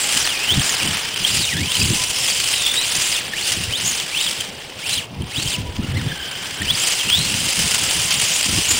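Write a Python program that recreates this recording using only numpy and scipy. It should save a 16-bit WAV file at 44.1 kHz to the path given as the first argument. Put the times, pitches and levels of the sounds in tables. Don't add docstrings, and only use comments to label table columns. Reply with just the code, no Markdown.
import sys
import numpy as np
from scipy import signal
from scipy.fft import rfft, irfft
from scipy.io import wavfile
from scipy.ndimage import uniform_filter1d

SR = 44100
rng = np.random.default_rng(int(sys.argv[2]) if len(sys.argv) > 2 else 0)


def unload_wav(signal):
    wavfile.write(
        sys.argv[1],
        SR,
        np.round(np.clip(np.atleast_2d(signal).T, -1, 1) * 32767).astype(np.int16),
    )


def how_loud(loudness_db):
    steps = np.asarray(loudness_db, float) / 20
    return 10 ** steps


N = 387638

# time reached in
# seconds, tooth rate in Hz, tooth force in dB.
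THROTTLE = [(0.0, 7580, -19), (.12, 8120, -29.5), (.3, 3200, -19), (.37, 2430, -27),
            (.45, 2700, -24.5), (.54, 3700, -18), (.58, 5100, -34), (.67, 7230, -24.5),
            (.83, 2250, -26), (.92, 2100, -58), (1.13, 780, -48), (1.26, 3350, -24.5),
            (1.36, 5330, -33), (1.45, 3620, -21), (1.55, 1680, -25), (1.68, 2870, -22.5),
            (1.78, 4500, -24), (1.95, 6110, -27), (2.2, 5260, -21), (2.5, 4200, -27.5),
            (2.7, 3510, -19), (2.82, 4050, -18), (2.87, 5000, -38), (3.045, 7500, -29),
            (3.16, 3550, -29), (3.22, 1651, -33), (3.27, 1600, -48),
            (3.33, 1764, -22.5), (3.4, 3330, -27.5), (3.474, 5150, -27), (3.649, 1430, -37),
                 (3.76, 3600, -24.5), (3.8, 4700, -39), (3.855, 6490, -23), (3.9, 6770, -20.5),
                 (4.07, 1490, -32.5), (4.23, 3850, -22), (4.36, 1700, -40), (4.741, 600, -51),
                 (4.84, 2300, -29), (4.946, 4000, -25), (5.07, 300, -38), (5.219, 300, -46),
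                 (5.33, 2200, -26), (5.4, 4050, -24), (5.47, 4960, -31.5), (5.56, 2500, -26.5),
                 (5.629, 800, -46), (5.72, 910, -50), (5.79, 1060, -42), (5.85, 1410, -34),
                 (5.93, 1450, -41), (5.975, 2040, -23), (6.02, 1625, -35), (6.065, 1736, -25.5),
                 (6.3, 1570, -28.5), (6.55, 1600, -32),
            (6.61, 1740, -29), (6.71, 3500, -23), (6.86, 7990, -29), (6.999, 3353, -28.5),
                   (7.055, 2540, -23), (7.13, 3295, -18.5), (7.27, 4550, -24), (7.4, 5505, -53),
                   (7.6, 7000, -47), (8.149, 6160, -33), (8.35, 6850, -25.5), (8.551, 5090, -36),
                   (8.721, 6980, -14.5), (8.79, 6800, -40)]
# centre in Hz, width in Hz, boost in dB.
GEAR_CASE = [(3460, 410, 4.5), (6760, 230, 9), (5630, 1100, -4), (990, 690, -2)]
# pitch in Hz, level in dB per Hz.
CHASSIS = [(410, -20.5), (830, -14), (1200, -15), (1600, -12), (2100, -8), (2600, -4.5), (3900, -7.5),
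           (5600, -6), (6800, -7.5), (9000, -3.5), (9900, -5.5)]
# centre in Hz, width in Hz, boost in dB.
SHELL_RINGS = [(3050, 700, 7), (4900, 330, 6), (6350, 300, 3), (7400, 600, 4.5)]
TYRE_BORDERS_HZ = [0, 1100, 2200, 4200, 6200, 10000]
# level in dB at REF_HZ, dB per octave of wheel speed,
# share of the grip, share of the facing.
TYRE_PARTS = [
    (-34, 2, 0.42, 1.6),
    (-24.5, 3, 0.85, -0.08),
    (-27.5, 3.5, 0.99, 0.05),
    (-20, 5, 1.11, -.3),
]
# time in seconds, level in dB.
GRIP = [(0.0, -1.5), (.4, 1), (.68, -1), (1.0, 4), (1.5, 1), (2.0, -2), (2.45, 2.5), (3.1, -0.5), (3.9, -3),
        (4.4, 0), (4.5, -6), (4.9, -6.5), (5.15, -8.5), (5.5, -3.5), (5.72, -10), (6.5, -3), (7.05, 1),
        (8.79, 0.5)]
# middle in seconds, length in seconds, boost in dB.
SKIDS = [(1.814, 0.13, 3), (2.42, 0.14, -0.5), (3.51, .12, 3), (4.227, 0.087, 1), (4.92, 0.14, 8.5),
         (5.544, 0.042, 1), (7.54, 0.55, -1), (8.1, 0.092, 1), (3.18, .1, 1.5), (4.3, 0.066, 1),
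         (5.76, 0.02, 9), (6.608, 0.034, -1), (1.6, .15, -0.5), (0.854, 0.097, 3), (2.15, 0.1, -1),
         (4.65, 0.046, 2.5), (3.63, 0.1, 5), (3.32, 0.07, -4.5)]
# time in seconds, level in dB.
FACING = [(0.0, 1.5), (.9, 3.5), (1.4, -1), (2.1, -1), (3.0, 0.5), (5.6, -2), (6.0, 1), (7.0, 0.5),
          (8.79, 0.5)]
# start in seconds, peak in dB, pitch in Hz.
STONES = [(0.595, -3, 3130), (0.83, -3, 2780), (0.874, -3, 3030), (1.012, -26, 3100), (1.141, -8, 3100),
          (1.3054, -21, 3230), (1.7518, 0.5, 3040), (1.816, 1, 2600), (2.099, -8, 3150), (2.436, -6, 2890),
          (2.6636, 1, 3330), (3.6364, -7, 2800), (3.817, -10, 3070), (3.9002, -6, 6690), (4.1728, -6, 3140),
          (4.2097, -2, 2954), (4.408, -4.5, 3200), (5.2198, -15.5, 3120), (5.4746, -5, 3150),
          (6.6183, -5.5, 1870), (7.1893, -3, 4190), (7.3477, -17, 2660), (7.4024, -11, 3180),
          (7.885, -22, 2960)]
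# start in seconds, hold in seconds, level in dB.
GUSTS = [(0.154, 0.016, -32), (0.535, 0.05, -21.5), (0.827, 0.074, -23.5), (1.065, 0.035, -45),
         (1.21, 0.025, -33), (1.336, 0.074, -23.5), (1.55, .09, -22), (1.79, 0.15, -21.5), (2.96, .02, -33),
         (3.571, 0.13, -31), (3.82, .08, -32.5), (4.398, .12, -38), (4.91, 0.073, -38), (5.159, 0.075, -27),
         (5.383, .09, -28.5), (5.587, 0.099, -25), (5.795, 0.28, -22.5), (6.623, .02, -25.5),
         (6.72, 0.014, -28.5), (7.065, 0.019, -27), (7.19, 0.0076, -21), (7.249, .2, -29),
         (7.588, .05, -26), (7.7, 0.62, -37.5), (8.489, 0.097, -23), (8.698, .05, -29.5)]
# pitch in Hz, level in dB per Hz.
WIND_COLOUR = [(12, -47), (20, 2), (37, -26), (70, 4.5), (151, 5), (270, -3.5), (325, -8), (375, -10.5),
               (600, -26), (780, -48), (1320, -120)]
# pitch in Hz, level in dB per Hz.
YARD_COLOUR = [(120, -33), (200, -31), (247, -3), (306, -2.5), (484, 1.5), (629, -3), (858, -2),
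               (1190, -10), (2490, -40), (10000, -29), (13000, -70), (22000, -120)]
# start in seconds, end in seconds, pitch in Hz, level in dB. A negative start
SQUEALS = [
    (-2, 3.3, 1009, -48.5),
    (1.55, 2.24, 1009, -41.5),
    (0, 0.2, 820, -41),
    (5.5, 5.85, 980, -45),
    (8.05, 8.4, 630, -44),
    (5.05, 5.2, 2400, -52),
    (7.7, 7.8, 1470, -38.5),
]

MOTOR_STEPS = 1000
TORQUE_DB, TORQUE_OCT_PER_S = 3, 8
CRAWL_HZ, LURCH, LURCH_HZ = 2100, .04, 110
STUTTER_DB, STUTTER_HZ = 4.5, 45
REF_HZ, LAG_S = 4500, 0.018
CALM_DB, RISE_DB_PER_S, FALL_DB_PER_S = -43.5, 356, 226
YARD_DB = -41.5
CAMERA_RATE, EDGE_HZ, UPLOAD_EDGE_HZ = 32000, 10090, 15830


def whine(rows, beat_db=3, teeth=21.0, runout=0.45):
    s, *columns = np.transpose(rows)
    t = np.arange(s[0], s[-1], 1 / SR)
    hz, db = (np.interp(t, s, c) for c in columns)
    wobble = np.interp(hz, [3400, 5500], [.02, .034])
    surge = np.interp(hz, [1900, 2600], [.028, .006])
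    unsteady_hz = hz * (1 + wobble * wander(len(t), 200) + surge * wander(len(t), 25))
    turns = np.cumsum(unsteady_hz) / SR
    slack_db = 1.5 * wander(len(t), 30)
    throb = how_loud(beat_db * wander(len(t), 70) + slack_db)
    throb = throb * (1 + runout * np.cos(2 * np.pi * turns / teeth))
    chatter_db = np.interp(hz, [1800, 2600], [-7, -20])
    octave_db = chatter_db + body_db(2 * hz) + beat_db * wander(len(t), 43)
    octave = how_loud(octave_db) * np.sin(4 * np.pi * turns)
    tone = how_loud(body_db(hz)) * np.sin(2 * np.pi * turns) * evened(throb)
    return s[0], np.sqrt(2) * how_loud(db) * (tone + octave) * signal.windows.tukey(len(t), .002)


def motor():
    s, hz, db = np.transpose(THROTTLE)
    t = np.arange(0, N / SR, 1 / MOTOR_STEPS)
    hz, db = glide(t, s, hz), np.interp(t, s, db)
    torque = np.tanh(abs(np.gradient(np.log2(hz), t)) / TORQUE_OCT_PER_S)
    stutter = wander(len(t), STUTTER_HZ * SR / MOTOR_STEPS)
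    jerks = wander(len(t), LURCH_HZ * SR / MOTOR_STEPS)
    hz = hz * (1 + LURCH * (hz < CRAWL_HZ) * jerks)
    ring_db = resonances_db(GEAR_CASE, hz)
    return t, hz, db + ring_db + TORQUE_DB * torque + STUTTER_DB * np.minimum(stutter, .5)


def glide(t, s, value):
    step = np.diff(value) / np.diff(s)
    pair = step[1:] * step[:-1]
    slope = 2 * pair.clip(0) / (step[1:] + step[:-1] + (pair <= 0) * 1e9)
    slope = np.r_[0, slope, 0]
    k = np.clip(np.searchsorted(s, t, "right") - 1, 0, len(s) - 2)
    span = np.diff(s)[k]
    u = ((t - s[k]) / span).clip(0, 1)
    ease = u * u * (3 - 2 * u)
    bend = span * u * (1 - u) * ((1 - u) * slope[k] - u * slope[k + 1])
    return value[k] + ease * np.diff(value)[k] + bend


def tyres(grains_per_s=260, spread_db=6.5, grit=0.27, patchy_db=0.5):
    snaps = how_loud(spread_db * np.minimum(rng.exponential(1, N), 4)) * (rng.random(N) < grains_per_s / SR)
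    bursts = signal.lfilter([1], [1, -np.exp(-1 / (.0022 * SR))], snaps)
    drive = (1 + grit * evened(bursts)) * rng.standard_normal(N)
    drive = drive * how_loud(1.2 * wander(N, 60))
    hz, t, z = signal.stft(drive, SR, nperseg=256, noverlap=192)
    z = z * how_loud(body_db(hz))[:, None]
    patches = drifting_patches(z, 14, 5)
    s, *levels_db = scrub()
    part = np.clip(np.searchsorted(TYRE_BORDERS_HZ, hz) - 2, 0, 3)
    gains_db = []
    for k, level_db in enumerate(levels_db):
        power = abs(z[(part == k) & (hz > 1100)]) ** 2
        mean_db = 10 * np.log10(2 * power.mean(1).sum() / 1.5)
        gains_db.append(np.interp(t, s, level_db) - mean_db)
    gain_db = uniform_filter1d(np.array(gains_db)[part], 5, 0)
    z = z * how_loud(gain_db + patchy_db * patches)
    return signal.istft(z, SR, nperseg=256, noverlap=192)[1][:N]


def scrub():
    t, hz, _ = motor()
    speed = uniform_filter1d(np.log2(hz / REF_HZ), max(round(LAG_S * MOTOR_STEPS), 1))
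    octaves = np.interp(t - LAG_S / 2, t, speed)
    grip_db = np.interp(t, *np.transpose(GRIP))
    facing_db = np.interp(t, *np.transpose(FACING))
    for s, length, db in SKIDS:
        grip_db = grip_db + db * np.exp(-(2 * (t - s) / length) ** 2)
    return [t] + [db + slope_db * octaves + grip * grip_db + face * facing_db
                  for db, slope_db, grip, face in TYRE_PARTS]


def body_db(hz):
    return read(CHASSIS, hz) + resonances_db(SHELL_RINGS, hz)


def resonances_db(rows, hz):
    return sum(db / (1 + (2 * (hz - f) / width) ** 2) for f, width, db in rows)


def stones(t60=0.017, rise_s=0.0015):
    out, t = np.zeros(N), np.arange(900) / SR
    for s, db, hz in STONES:
        scratch = 0.85 * np.diff(rng.standard_normal(900), prepend=0)
        ring = np.sin(2 * np.pi * hz * t)
        fade = how_loud(db - 60 * t / t60) * (1 - np.exp(-t / rise_s))
        add(out, s, fade * (ring + scratch))
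    return out


def wind(lumpy_db=2.6):
    t = np.arange(0, N / SR, 1 / 1000)
    power = how_loud(CALM_DB) ** 2
    for s, hold, db in GUSTS:
        drop_db = np.maximum(RISE_DB_PER_S * (s - t), FALL_DB_PER_S * (t - s - hold)).clip(0)
        power = power + how_loud(db - drop_db) ** 2
    eddies = mottled(coloured(rng.standard_normal(N), WIND_COLOUR), patchy_db=3.2)
    puffs = evened(eddies * how_loud(lumpy_db * wander(N, 37.5)))
    return puffs * np.interp(np.arange(N) / SR, t, np.sqrt(power))


def yard():
    rustle = coloured(rng.standard_normal(N), YARD_COLOUR)
    out = how_loud(YARD_DB) * mottled(rustle, patchy_db=-1.0, frames=10)
    for start, end, hz, db in SQUEALS:
        count = round((end - start) * SR)
        tone = np.sin(2 * np.pi * np.cumsum(hz * (1 + 0.00673 * wander(count, 13.5))) / SR)
        add(out, start, how_loud(db + 4.8 * wander(count, 19)) * tone * signal.windows.tukey(count, .3))
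    return out


def mottled(x, patchy_db, frames=6, bins=3):
    z = signal.stft(x, nperseg=1024, noverlap=768)[2]
    z = z * how_loud(patchy_db * drifting_patches(z, frames, bins))
    return evened(signal.istft(z, nperseg=1024, noverlap=768)[1][:len(x)])


def drifting_patches(z, frames, bins):
    patches = uniform_filter1d(rng.standard_normal(z.T.shape), frames, 0)
    return evened(uniform_filter1d(patches, bins, 1)).T


def coloured(x, points):
    return evened(irfft(rfft(x) * how_loud(read(points, np.fft.rfftfreq(len(x), 1 / SR))), len(x)))


def read(points, hz):
    f, value = np.transpose(points)
    return np.interp(np.log(hz + 1), np.log(f + 1), value)


def wander(count, hz):
    width = max(round(SR / hz / 2), 1)
    return evened(uniform_filter1d(uniform_filter1d(rng.standard_normal(count), width), width))


def evened(x):
    return x / np.sqrt(np.mean(x ** 2) + 1e-20)


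def add(mix, s, sound):
    part = mix[round(s * SR):][:len(sound)]
    part += sound[:len(part)]


def scene():
    gears = np.zeros(N)
    add(gears, *whine(np.transpose(motor())))
    add(gears, .045, how_loud(-15) * gears.copy())
    return (gears + tyres() + stones() + wind() + yard())[None]


def camera_rounding(x, coarse_hz=4700, step=0.73):
    hz, t, z = signal.stft(x, CAMERA_RATE, "cosine", nperseg=64, noverlap=32)
    blocks = np.arange(0, len(t), 12)
    top = np.maximum.reduceat(abs(z), blocks, 1)
    shortage = evened(uniform_filter1d(rng.standard_normal(top.T.shape), 3, 1)).T
    margin_db = 20 * np.log10(top / top[2:].max(0) + 1e-9) + 30
    kept = shortage < .3 + margin_db / 25
    size, kept = (np.repeat(v, 12, 1)[:, :len(t)] for v in (step * top + 1e-12, kept))
    z = np.where(hz[:, None] > coarse_hz, np.round(z / size) * size * kept, z)
    return signal.istft(z, CAMERA_RATE, "cosine", nperseg=64, noverlap=32)[1]


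def top_cut(x):
    return signal.sosfilt(signal.butter(12, 17100, fs=SR, output="sos"), x)


def record(dry):
    soft = np.tanh(dry[0] / 1.1) * 1.1
    slow = camera_rounding(signal.resample_poly(soft, 320, 441))
    slow = signal.oaconvolve(slow, signal.firwin(1201, EDGE_HZ, fs=CAMERA_RATE), "same")
    held = slow[np.arange(N) * CAMERA_RATE // SR]
    upload_filter = signal.firwin(1001, UPLOAD_EDGE_HZ, window=("kaiser", 9), fs=SR)
    held = signal.oaconvolve(held, upload_filter, "same")
    return top_cut(held[None])


dry = scene()
out = record(dry)
unload_wav(out)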